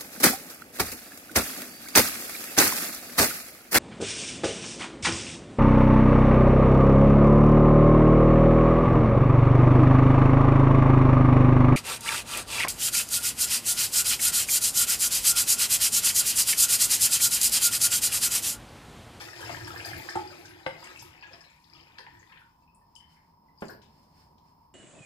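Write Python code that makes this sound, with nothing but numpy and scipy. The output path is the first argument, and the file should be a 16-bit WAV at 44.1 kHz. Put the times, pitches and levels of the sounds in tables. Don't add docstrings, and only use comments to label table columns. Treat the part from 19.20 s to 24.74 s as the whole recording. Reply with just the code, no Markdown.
import sys
import numpy as np
from scipy import signal
from scipy.fft import rfft, irfft, next_fast_len
from scipy.io import wavfile
from scipy.ndimage import map_coordinates

SR = 44100
rng = np.random.default_rng(int(sys.argv[2]) if len(sys.argv) > 2 else 0)


def to_wav(sig):
    pcm = np.clip(np.atleast_2d(sig), -1, 1) * 32767
    pcm = np.round(pcm).astype(np.int16)
    wavfile.write(sys.argv[1], SR, pcm.T)


def gain_from_decibels(decibels):
    exponent = np.asarray(decibels, float) / 20
    return 10 ** exponent


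N = 244314


def unit(x):
    return x / np.sqrt(np.mean(x ** 2) + 1e-20)


def along(points, hz):
    point_hz, value = np.transpose(points)
    return np.interp(np.log(hz + 1), np.log(point_hz + 1), value)


def over_time(s, level_db, left=None):
    return np.interp(np.arange(N) / SR, s, level_db, left=left, right=-120)


def wobble(rate_hz):
    knots = rng.standard_normal(int(N * rate_hz / SR) + 4)
    return map_coordinates(knots, [np.arange(N) * rate_hz / SR])


def filtered(x, response):
    n = x.shape[-1]
    size = next_fast_len(n + SR // 4)
    spectrum = rfft(x, size) * response(np.fft.rfftfreq(size, 1 / SR))
    return irfft(spectrum, size)[..., :n]


def peak(f, hz, width_hz):
    return 1j * f * width_hz / (hz * hz - f * f + 1j * f * width_hz)


# hz, correlation
PORT_LIKENESS = [(60, .99), (200, .98), (400, .9), (800, .75), (1500, .2), (6000, .1), (15000, .05)]


def diffuse(pair):
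    def mid_side(hz):
        angle = np.arccos(np.clip(along(PORT_LIKENESS, hz), -1, 1)) / 2
        return np.array([np.cos(angle), np.sin(angle)])

    mid, side = filtered(pair, mid_side)
    return np.array([mid + side, mid - side])


def rush(spectrum):
    noise = rng.standard_normal((2, N))
    return unit(diffuse(filtered(noise, lambda hz: gain_from_decibels(along(spectrum, hz)))))


def bubbles(s, db, hz, cycles, pan_db, rise, size):
    hz_column = hz[:, None]
    turns = np.arange(size) / SR * hz_column
    age = turns / np.clip(cycles, 5, 90)[:, None]
    tone = np.sin(2 * np.pi * turns * (1 + rise * np.minimum(age, 2) / 2))
    tone *= np.exp(-2.3 * age) * (1 - np.exp(-turns / 1.45))
    tone *= hz_column * (1 + 2 * rise) < SR / 2
    at = (np.round(s * SR).astype(int)[:, None] + np.arange(size)).ravel()
    ears = []
    for side in (1, -1):
        ear = tone * gain_from_decibels(db + side * pan_db / 2)[:, None]
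        ears.append(np.bincount(at, ear.ravel(), N + size + SR)[:N])
    return np.array(ears)


def swarm(hz, spread, cycles, scatter_db, count, size):
    s = rng.uniform(0, 3.45, count)
    pitch, life, pan, bulk = rng.standard_normal((4, count))
    db = scatter_db * np.clip(bulk, -2, 2)
    pitch_hz = hz * np.exp(spread * pitch)
    life_cycles = cycles * np.exp(0.4 * life)
    return unit(bubbles(s, db, pitch_hz, life_cycles, 4 * pan, rise=0.08, size=size))


# hz, t60_s
TILE_DECAY = [(150, 0.69), (1000, 0.3), (3000, 0.47), (7000, 0.22), (14000, 0.29)]


def tiles(x):
    out = np.zeros((2, N + SR))
    step, delay = SR // 4, 130
    for start in range(0, N, step):
        hz, t, z = signal.stft(rng.standard_normal((2, SR // 2)), SR, nperseg=256)
        decay = gain_from_decibels(-60 * t / along(TILE_DECAY, hz)[:, None])
        tail = diffuse(signal.istft(z * decay, SR, nperseg=256)[1])
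        tail /= np.linalg.norm(tail[0])
        echo = signal.fftconvolve(x[None, start:start + step], tail, axes=1)
        out[:, start + delay:][:, :echo.shape[1]] += echo
    return out[:, :N]


# hz, level_db_per_hz
FRIDGE_SPECTRUM = [(13, -54), (22, -12.5), (70, -2), (122, -14), (160, 1), (194, -9), (278, -11.5),
                   (653, -32.5), (935, 0.5), (1340, -25.5), (1490, -32), (4260, -51), (5310, -24.5),
                   (5770, -60.5), (16000, -28.5)]


def fridge():
    drift_db = 0.6 * wobble(3)
    return gain_from_decibels(-62.5 + drift_db) * rush(FRIDGE_SPECTRUM)


# start_s, low_rub_db, high_rub_db
HAND_LEVELS = [(3.3, -83, -89), (3.56, -66.5, -78), (3.8, -69, -79), (3.92, -67.5, -73), (4.06, -67, -78),
               (4.23, -67, -82.5), (4.33, -65, -79), (4.38, -67, -76), (4.51, -62, -69), (4.57, -63, -78),
               (4.7, -62, -77), (4.83, -63, -71.5), (5.1, -62.5, -75), (5.25, -63.5, -75.5),
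               (5.54, -69.5, -82)]
# hz, level_db_per_hz
LOW_RUB_SPECTRUM = [(30, -42), (70, 2), (200, -1.5), (500, -12), (900, -7), (1500, -55)]
# hz, level_db_per_hz
HIGH_RUB_SPECTRUM = [(700, -58), (1300, -5.5), (2000, -5), (3000, -9.5), (3900, -12.5), (4300, -4),
                     (5300, -1.5), (5800, -13), (15000, -19)]


def hands():
    s, low, high = np.transpose(HAND_LEVELS)
    low_db = over_time(s, low, left=-120) - 1.5
    high_db = over_time(s, high, left=-120) + 0.5 + 3.4 * wobble(14)
    return gain_from_decibels(low_db) * rush(LOW_RUB_SPECTRUM) + gain_from_decibels(high_db) * rush(HIGH_RUB_SPECTRUM)


# start_s, peak_db, centre_hz, width_octaves, t60_s
SPLAT_EVENTS = [(0.014, -45, 9000, .8, 0.034), (.205, -49.5, 9000, 0.63, 0.079),
                (.293, -35, 680, 1.1, 0.082), (0.474, -46.5, 8200, 0.66, 0.059),
                (.548, -51, 15000, 0.17, 0.026), (.6, -40, 2630, 0.28, 0.057),
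                (0.653, -42, 7840, 1.1, 0.073), (0.777, -44.5, 13300, 0.52, 0.039),
                (0.897, -38.5, 7000, 0.42, 0.024), (0.955, -44, 7800, 0.43, 0.037),
                (1.13, -48, 2200, 0.32, 0.034), (1.191, -59, 11000, 0.21, 0.046),
                (1.254, -47, 4280, 1, 0.044), (1.288, -57.5, 10400, 0.24, 0.056),
                (1.465, -51, 8200, 0.54, 0.034), (1.64, -44.5, 7400, 0.41, 0.032),
                (1.772, -48, 7760, .3, 0.026), (1.794, -44.5, 6500, 0.36, 0.047),
                (1.82, -44, 11100, 0.27, 0.026), (2.028, -52, 2230, 0.92, 0.15),
                (2.07, -60.5, 6800, 0.23, 0.033), (2.132, -51, 1480, 1.13, 0.081),
                (2.21, -57.5, 7000, 0.48, .03), (2.239, -66.5, 4060, 0.12, 0.2),
                (2.44, -55, 4000, 0.46, 0.038), (2.299, -63, 7200, 0.15, .04),
                (2.782, -44.5, 2650, 0.88, 0.046), (2.791, -55.5, 444, 0.32, .12),
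                (2.787, -60, 9800, 0.32, 0.034), (2.864, -42.5, 2150, 0.48, 0.03),
                (2.933, -72, 13500, .2, 0.045), (2.993, -60.5, 6630, 0.18, 0.057),
                (3.122, -47, 2200, 0.68, 0.032), (3.174, -47.5, 2780, 0.48, 0.026),
                (3.185, -70, 11000, 0.18, .05), (3.546, -59, 8700, .3, 0.039),
                (3.753, -53.5, 7700, 0.46, 0.055), (3.799, -70.5, 1940, 0.26, 0.46),
                (3.96, -68, 1870, .35, 0.28), (4.375, -68, 4890, 0.091, 0.73),
                (4.482, -47.5, 4400, 0.13, 0.034), (4.491, -46.5, 1584, 0.21, 0.12),
                (4.505, -56.5, 5250, .1, 0.047), (4.404, -63, 4900, 1.8, 0.2),
                (4.413, -62, 7900, .6, 0.052), (4.453, -52.5, 7100, 0.16, 0.022),
                (4.482, -47.5, 7000, 0.6, 0.024), (4.485, -47.5, 487, 1.27, 0.21),
                (4.499, -51.5, 13000, .25, 0.027), (4.616, -63, 2940, 1.27, 0.18),
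                (4.829, -73, 4940, 1.1, .1), (5.02, -76, 1990, .8, 0.057), (5.18, -66, 3470, 0.94, 0.044)]


def splats():
    out = np.zeros((2, N + SR))
    t = np.arange(SR // 6) / SR
    attack = 1 - np.exp(-t / 0.0025)
    for s, db, hz, octaves, t60_s in SPLAT_EVENTS:
        band = lambda f: np.exp(-(np.log2((f + 1) / hz) / octaves) ** 2)
        puff = unit(filtered(rng.standard_normal((2, len(t))), band))
        out[:, round(s * SR):][:, :len(t)] += gain_from_decibels(db + 3.0 - 60 * t / t60_s) * attack * puff
    return out[:, :N]


# start_s, peak_db, crack_db, crack_top_hz, crack_t60_s, attack_s
KNOCK_EVENTS = [
    (.955, -17.5, -4.5, 1200, 0.037, 0.0039),
    (1.463, -22.5, 0.5, 2200, 0.041, 0.0008),
    (4.421, -31, 5.5, 664, 0.068, 0.0011),
]
# pitch_hz, level_db, t60_s
KNOCK_MODES = [
    [(353, -5.5, 0.2), (784, -2.5, 0.08), (837, -6, 0.23), (884, -4.5, .12), (1276, -20, 0.1),
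     (93.5, -19.5, 0.19)],
    [(527.4, -2, .12), (890, -10.5, 0.15), (2080, 2, 0.019), (169, -16.5, 0.17)],
    [(270, -15, 0.066), (414, -2, .1), (151, -5, .1), (123, -7.5, 0.15)],
]


def knocks():
    out = np.zeros(N + SR)
    t = np.arange(SR // 2) / SR
    for (s, db, crack_db, top_hz, t60_s, attack_s), modes in zip(KNOCK_EVENTS, KNOCK_MODES):
        ring = sum(gain_from_decibels(level_db - 60 * t / life_s) * np.sin(2 * np.pi * hz * t)
                   for hz, level_db, life_s in modes)

        def dull(f):
            low_cut = (1j * f / (90 + 1j * f)) ** 2
            soft_top = (1 + 1j * f / top_hz) ** 2
            high_cut = (1 + (1j * f / 3200) ** 2 + 1.2j * f / 3200) ** 2
            return low_cut / soft_top / high_cut

        crack = unit(filtered(rng.standard_normal(len(t)), dull))
        crack *= gain_from_decibels(crack_db - 60 * t / t60_s)
        attack = 1 - np.exp(-t / attack_s)
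        out[round(s * SR):][:len(t)] += gain_from_decibels(db - 1) * (ring + crack) * attack
    return out[:N]


# start_s, level_db
AIR_LEVEL = [(0.0, -62), (0.29, -57.5), (0.73, -57.5), (1.04, -54.5), (1.52, -65.5), (1.62, -64),
             (2.04, -71.5), (2.25, -80), (2.4, -89)]
# pitch_hz, width_hz
AIR_RESONANCE = (344, 42)


def air():
    level_db = over_time(*np.transpose(AIR_LEVEL))
    note = filtered(rng.standard_normal((2, N)), lambda f: peak(f, *AIR_RESONANCE) ** 2)
    return gain_from_decibels(level_db + 4.5) * unit(diffuse(note))


# start_s, peak_db, pitch_hz, life_cycles, left_right_db
LOW_BUBBLES = [(0.206, -50, 550, 11, 6), (0.238, -44.5, 940, 7.8, -7), (0.27, -45, 675, 5.8, -0.5),
               (0.294, -45, 740, 4.6, 3), (0.37, -45.5, 945, 12, -4.5), (0.475, -47.5, 910, 10.5, -6),
               (0.541, -43.5, 750, 6.2, 3), (0.658, -41.5, 684, 6.3, -1), (0.714, -43.5, 757, 6.6, -1.0),
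               (0.84, -59, 730, 5.3, 3), (0.888, -46, 805, 6.4, -6), (1.627, -45.5, 920, 6.1, -8),
               (1.824, -49.5, 920, 5.9, -8), (2.028, -51, 950, 6.3, -10), (2.138, -55.5, 682, 17, -0.5),
               (2.792, -48, 950, 7.9, -5), (2.87, -45.5, 914, 6.6, 1), (3.124, -53, 1010, 4.6, -7)]
# start_s, peak_db, pitch_hz, life_cycles, left_right_db
MIDDLE_BUBBLES = [(0.0872, -50.5, 1860, 8.8, -12), (0.1321, -48, 1750, 12, 8), (0.176, -48, 1950, 6.2, 7),
                  (0.2064, -46, 1444, 7.8, 0), (0.2278, -44, 1540, 6.9, 17), (0.2793, -51, 1410, 12, -1),
                  (0.3467, -36.5, 1680, 5.4, 12), (0.4119, -39.5, 1640, 6.7, 2),
                  (0.4776, -41.5, 1580, 10.4, -5), (0.5048, -44, 1285, 12, 6.5),
                  (0.5608, -41, 1640, 7.7, -11), (0.5975, -46, 1570, 10, -7),
                  (0.6509, -36.5, 1650, 6.1, -1), (0.7325, -38, 1660, 7.2, -10.5),
                  (0.8885, -34, 1673, 6.1, -11), (0.9524, -58, 1270, 7.6, 4.0),
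                  (1.1044, -50, 1440, 7.8, -1), (1.1277, -56.5, 1230, 11, 12.5),
                  (1.1937, -62, 1430, 5.7, 1), (1.2514, -48.5, 1550, 6.9, -1), (1.3084, -56, 1560, 10, -10),
                  (1.347, -61, 1760, 14, 2.0), (1.4637, -35.5, 1470, 3.8, 16.5),
                  (1.6736, -50, 1550, 6.7, 7), (1.712, -62, 1600, 9.2, 13), (1.7607, -44, 2520, 9.2, 1),
                  (1.9385, -57.5, 1940, 9.2, 10), (1.9784, -55, 2380, 6.3, 14),
                  (2.0254, -46, 2540, 10.4, 4), (2.1355, -53, 2370, 6.3, -3), (2.2099, -57, 1685, 13, 6),
                  (2.5672, -56, 2680, 11, 5), (2.7851, -40.5, 1670, 5.8, -1.5), (2.865, -52, 1750, 12, 5),
                  (2.9503, -56, 1750, 14, 5), (3.029, -58, 1830, 7.5, 16), (3.096, -65, 2330, 12, 12),
                  (3.1196, -61, 1680, 10, 12), (3.1725, -53, 1670, 8.5, 6), (3.2171, -56, 1425, 10, 1)]
# start_s, peak_db, pitch_hz, life_cycles, left_right_db
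HIGH_BUBBLES = [(0.0144, -56, 4970, 9.8, 11.5), (0.0832, -61, 4430, 10, 11), (0.1022, -44, 5130, 12, 15),
                (0.2523, -44, 4950, 13, 14.0), (0.4471, -42.5, 5050, 8.7, 29), (0.598, -63, 4800, 12, 12.0),
                (0.6493, -33, 4630, 14, 17.7), (0.8941, -34.5, 4950, 8.6, 21.3),
                (1.0755, -41, 4730, 12, 14.0), (1.1593, -66, 4630, 11, 13.5),
                (1.4651, -47.5, 4800, 11.3, 26), (1.7928, -41, 4840, 7, 15.5),
                (2.0112, -59.5, 4700, 15, 31), (2.1326, -46, 4900, 10.5, 22.5),
                (2.2082, -46, 4920, 8.1, 19), (2.4995, -57, 4720, 14, 25), (2.5354, -49.5, 4790, 14, 25.4),
                (2.61, -51, 4780, 9, 23), (2.786, -36.5, 4540, 5, 16), (3.7539, -57.5, 4880, 8.6, 41.5)]
# start_s, peak_db, pitch_hz, life_cycles, left_right_db
LAST_DRIPS = [(2.0342, -46, 1667, 45, 5.2), (3.4226, -71, 2620, 45, 3.0), (3.4778, -63.5, 2582, 45, 12.4),
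              (3.613, -76.5, 1790, 45, 19), (3.7619, -50, 3025, 45.5, 17), (3.8059, -56.5, 3050, 45, 12),
              (3.8412, -66, 3080, 45, 7.9), (4.2847, -66.5, 2016, 44.8, 13.5)]


def drips():
    low = gain_from_decibels(12) * bubbles(*np.transpose(LOW_BUBBLES), rise=0.033, size=3000)
    middle = gain_from_decibels(14.5) * bubbles(*np.transpose(MIDDLE_BUBBLES), rise=0.076, size=1500)
    high = gain_from_decibels(3.95) * bubbles(*np.transpose(HIGH_BUBBLES), rise=0.075, size=600)
    last = gain_from_decibels(3.5) * bubbles(*np.transpose(LAST_DRIPS), rise=0.0055, size=4000)
    return low + middle + high + last


# pitch_hz, width_hz, level_db
CAN_MODES = [(670, 360, -16.5), (846, 54, 1), (1274, 18, -8), (1750, 85, -1.5), (2426, 380, -9)]


def can(f):
    modes = sum((-1) ** k * gain_from_decibels(db) * peak(f, hz, width_hz)
                for k, (hz, width_hz, db) in enumerate(CAN_MODES))
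    return 0.2 + modes


def gurgle():
    big = swarm(hz=623.4, spread=0.488, cycles=6.5, scatter_db=4.0, count=2000, size=900)
    return unit(filtered(big, can))


def splash():
    small = swarm(hz=2127, spread=0.398, cycles=11, scatter_db=5.5, count=3000, size=400)
    return unit(small + 3.3 * unit(filtered(small, can)))


# hz, level_db_per_hz
SPRAY_SPECTRUM = [(2060, -37), (3500, -7.5), (5000, 7), (5710, -34.5), (6870, -2), (8800, -17),
                  (14800, -12.5), (16000, -76)]


def spray():
    fizz = swarm(hz=7000, spread=0.45, cycles=6.9, scatter_db=2, count=10000, size=120)
    gusts = gain_from_decibels(6.0 * wobble(34))
    return 0.74 * fizz + 0.49 * gusts * rush(SPRAY_SPECTRUM)


# hz, level_db_per_hz
WALL_SPECTRUM = [(15, -56), (25, -20), (54, -14.5), (91, 3), (112, 4), (216, -17.5), (260, -12.5), (340, 1),
                 (570, -120)]
# start_s, wall_rumble_db, gurgle_db, splash_db, spray_db
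STREAM_LEVELS = [(0.0, -50.5, -50, -46.5, -49), (0.13, -55.5, -58.5, -56, -55.5),
                 (0.3, -46.5, -50, -46.5, -49), (0.42, -47, -58.5, -52, -54), (0.59, -50, -51, -51, -52),
                 (0.77, -48.5, -55, -49.5, -51.5), (0.87, -55, -52.5, -51.5, -54.5),
                 (1.25, -63, -59.5, -60.5, -61.5), (1.33, -54, -62, -55, -64),
                 (1.51, -66.5, -56.5, -64, -67.5), (1.67, -71, -56.5, -51.5, -59.5),
                 (1.84, -58, -64, -59.5, -61), (2.05, -68, -69.5, -62, -77.5), (2.15, -67, -57, -60, -67.5),
                 (2.29, -81, -75, -65.5, -72.5), (2.44, -75, -82, -75, -73), (2.57, -64.5, -66, -62.5, -73),
                 (2.74, -68.5, -69, -65, -75.5), (3.05, -68, -74, -70, -72), (3.13, -76, -70, -58, -74),
                 (3.29, -69, -79, -86, -81), (3.45, -75.5, -76.5, -92, -83)]


def stream():
    s, *levels = np.transpose(STREAM_LEVELS)
    rumble_db, gurgle_db, splash_db, spray_db = [over_time(s, level) for level in levels]
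    surge = wobble(9)
    water = gain_from_decibels(gurgle_db - 3 + 1.5 * surge + 1.5 * wobble(17)) * gurgle()
    water += gain_from_decibels(splash_db - 1 + 0.54 * surge + 0.47 * wobble(12)) * splash()
    water += gain_from_decibels(spray_db - 3 + 0.6 * surge + 0.43 * wobble(13)) * spray()
    rumble = gain_from_decibels(rumble_db + 0.22 * surge + 3.7 * wobble(12)) * rush(WALL_SPECTRUM)
    return water, rumble


# hz, left_right_db
LEFT_LEAN = [(60, 6), (150, -2.5), (330, -3.5), (700, 1.5), (1400, 1), (2800, 8.5), (5000, 13.5),
             (9000, -1.7), (14000, 11)]
# hz, phase_rad
PHASE_TWIST = [(100, .1), (210, .15), (340, 1.6), (520, 1.1), (800, .8), (1200, .4), (2000, .02)]
# hz, level_db
ECHO_LEVEL = [(100, -4.5), (500, -5), (1700, -2), (3000, -4.5), (7000, 0.5), (14000, 3)]


def scene():
    water, rumble = stream()
    drops, puffs, blows = drips(), splats(), knocks()

    def lean(hz):
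        return gain_from_decibels(along(LEFT_LEAN, hz) * [[0.5], [-0.5]])

    def lead(hz):
        delay_rad = 2 * np.pi * np.maximum(hz - 700, 0) * 0.0003
        phase_rad = delay_rad + along(PHASE_TWIST, hz)
        return np.exp(1j * phase_rad * np.array([[0.5], [-0.5]]))

    sent = water.mean(0) + gain_from_decibels(1.96) * drops.mean(0) + gain_from_decibels(0.5) * puffs[0] + gain_from_decibels(-2.0) * blows
    echo = tiles(filtered(sent, lambda hz: gain_from_decibels(along(ECHO_LEVEL, hz))))
    leaning = filtered(water + puffs + echo + blows + air(), lean)
    background = fridge() + hands()
    return filtered(leaning + drops + rumble + background, lead)


def roll_off(x):
    return signal.sosfilt(signal.butter(12, 16520, fs=SR, output="sos"), x)


# pitch_hz, width_hz, level_db
PORT_PEAK = (5190, 316, 3.7)


def record(dry):
    hz, width_hz, db = PORT_PEAK
    top_hz = 15560
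    port = lambda f: (1 + (gain_from_decibels(db) - 1) * peak(f, hz, width_hz)) * (f < top_hz)
    mix = filtered(dry, port)
    return roll_off(mix)


dry = scene()
out = record(dry)
to_wav(out)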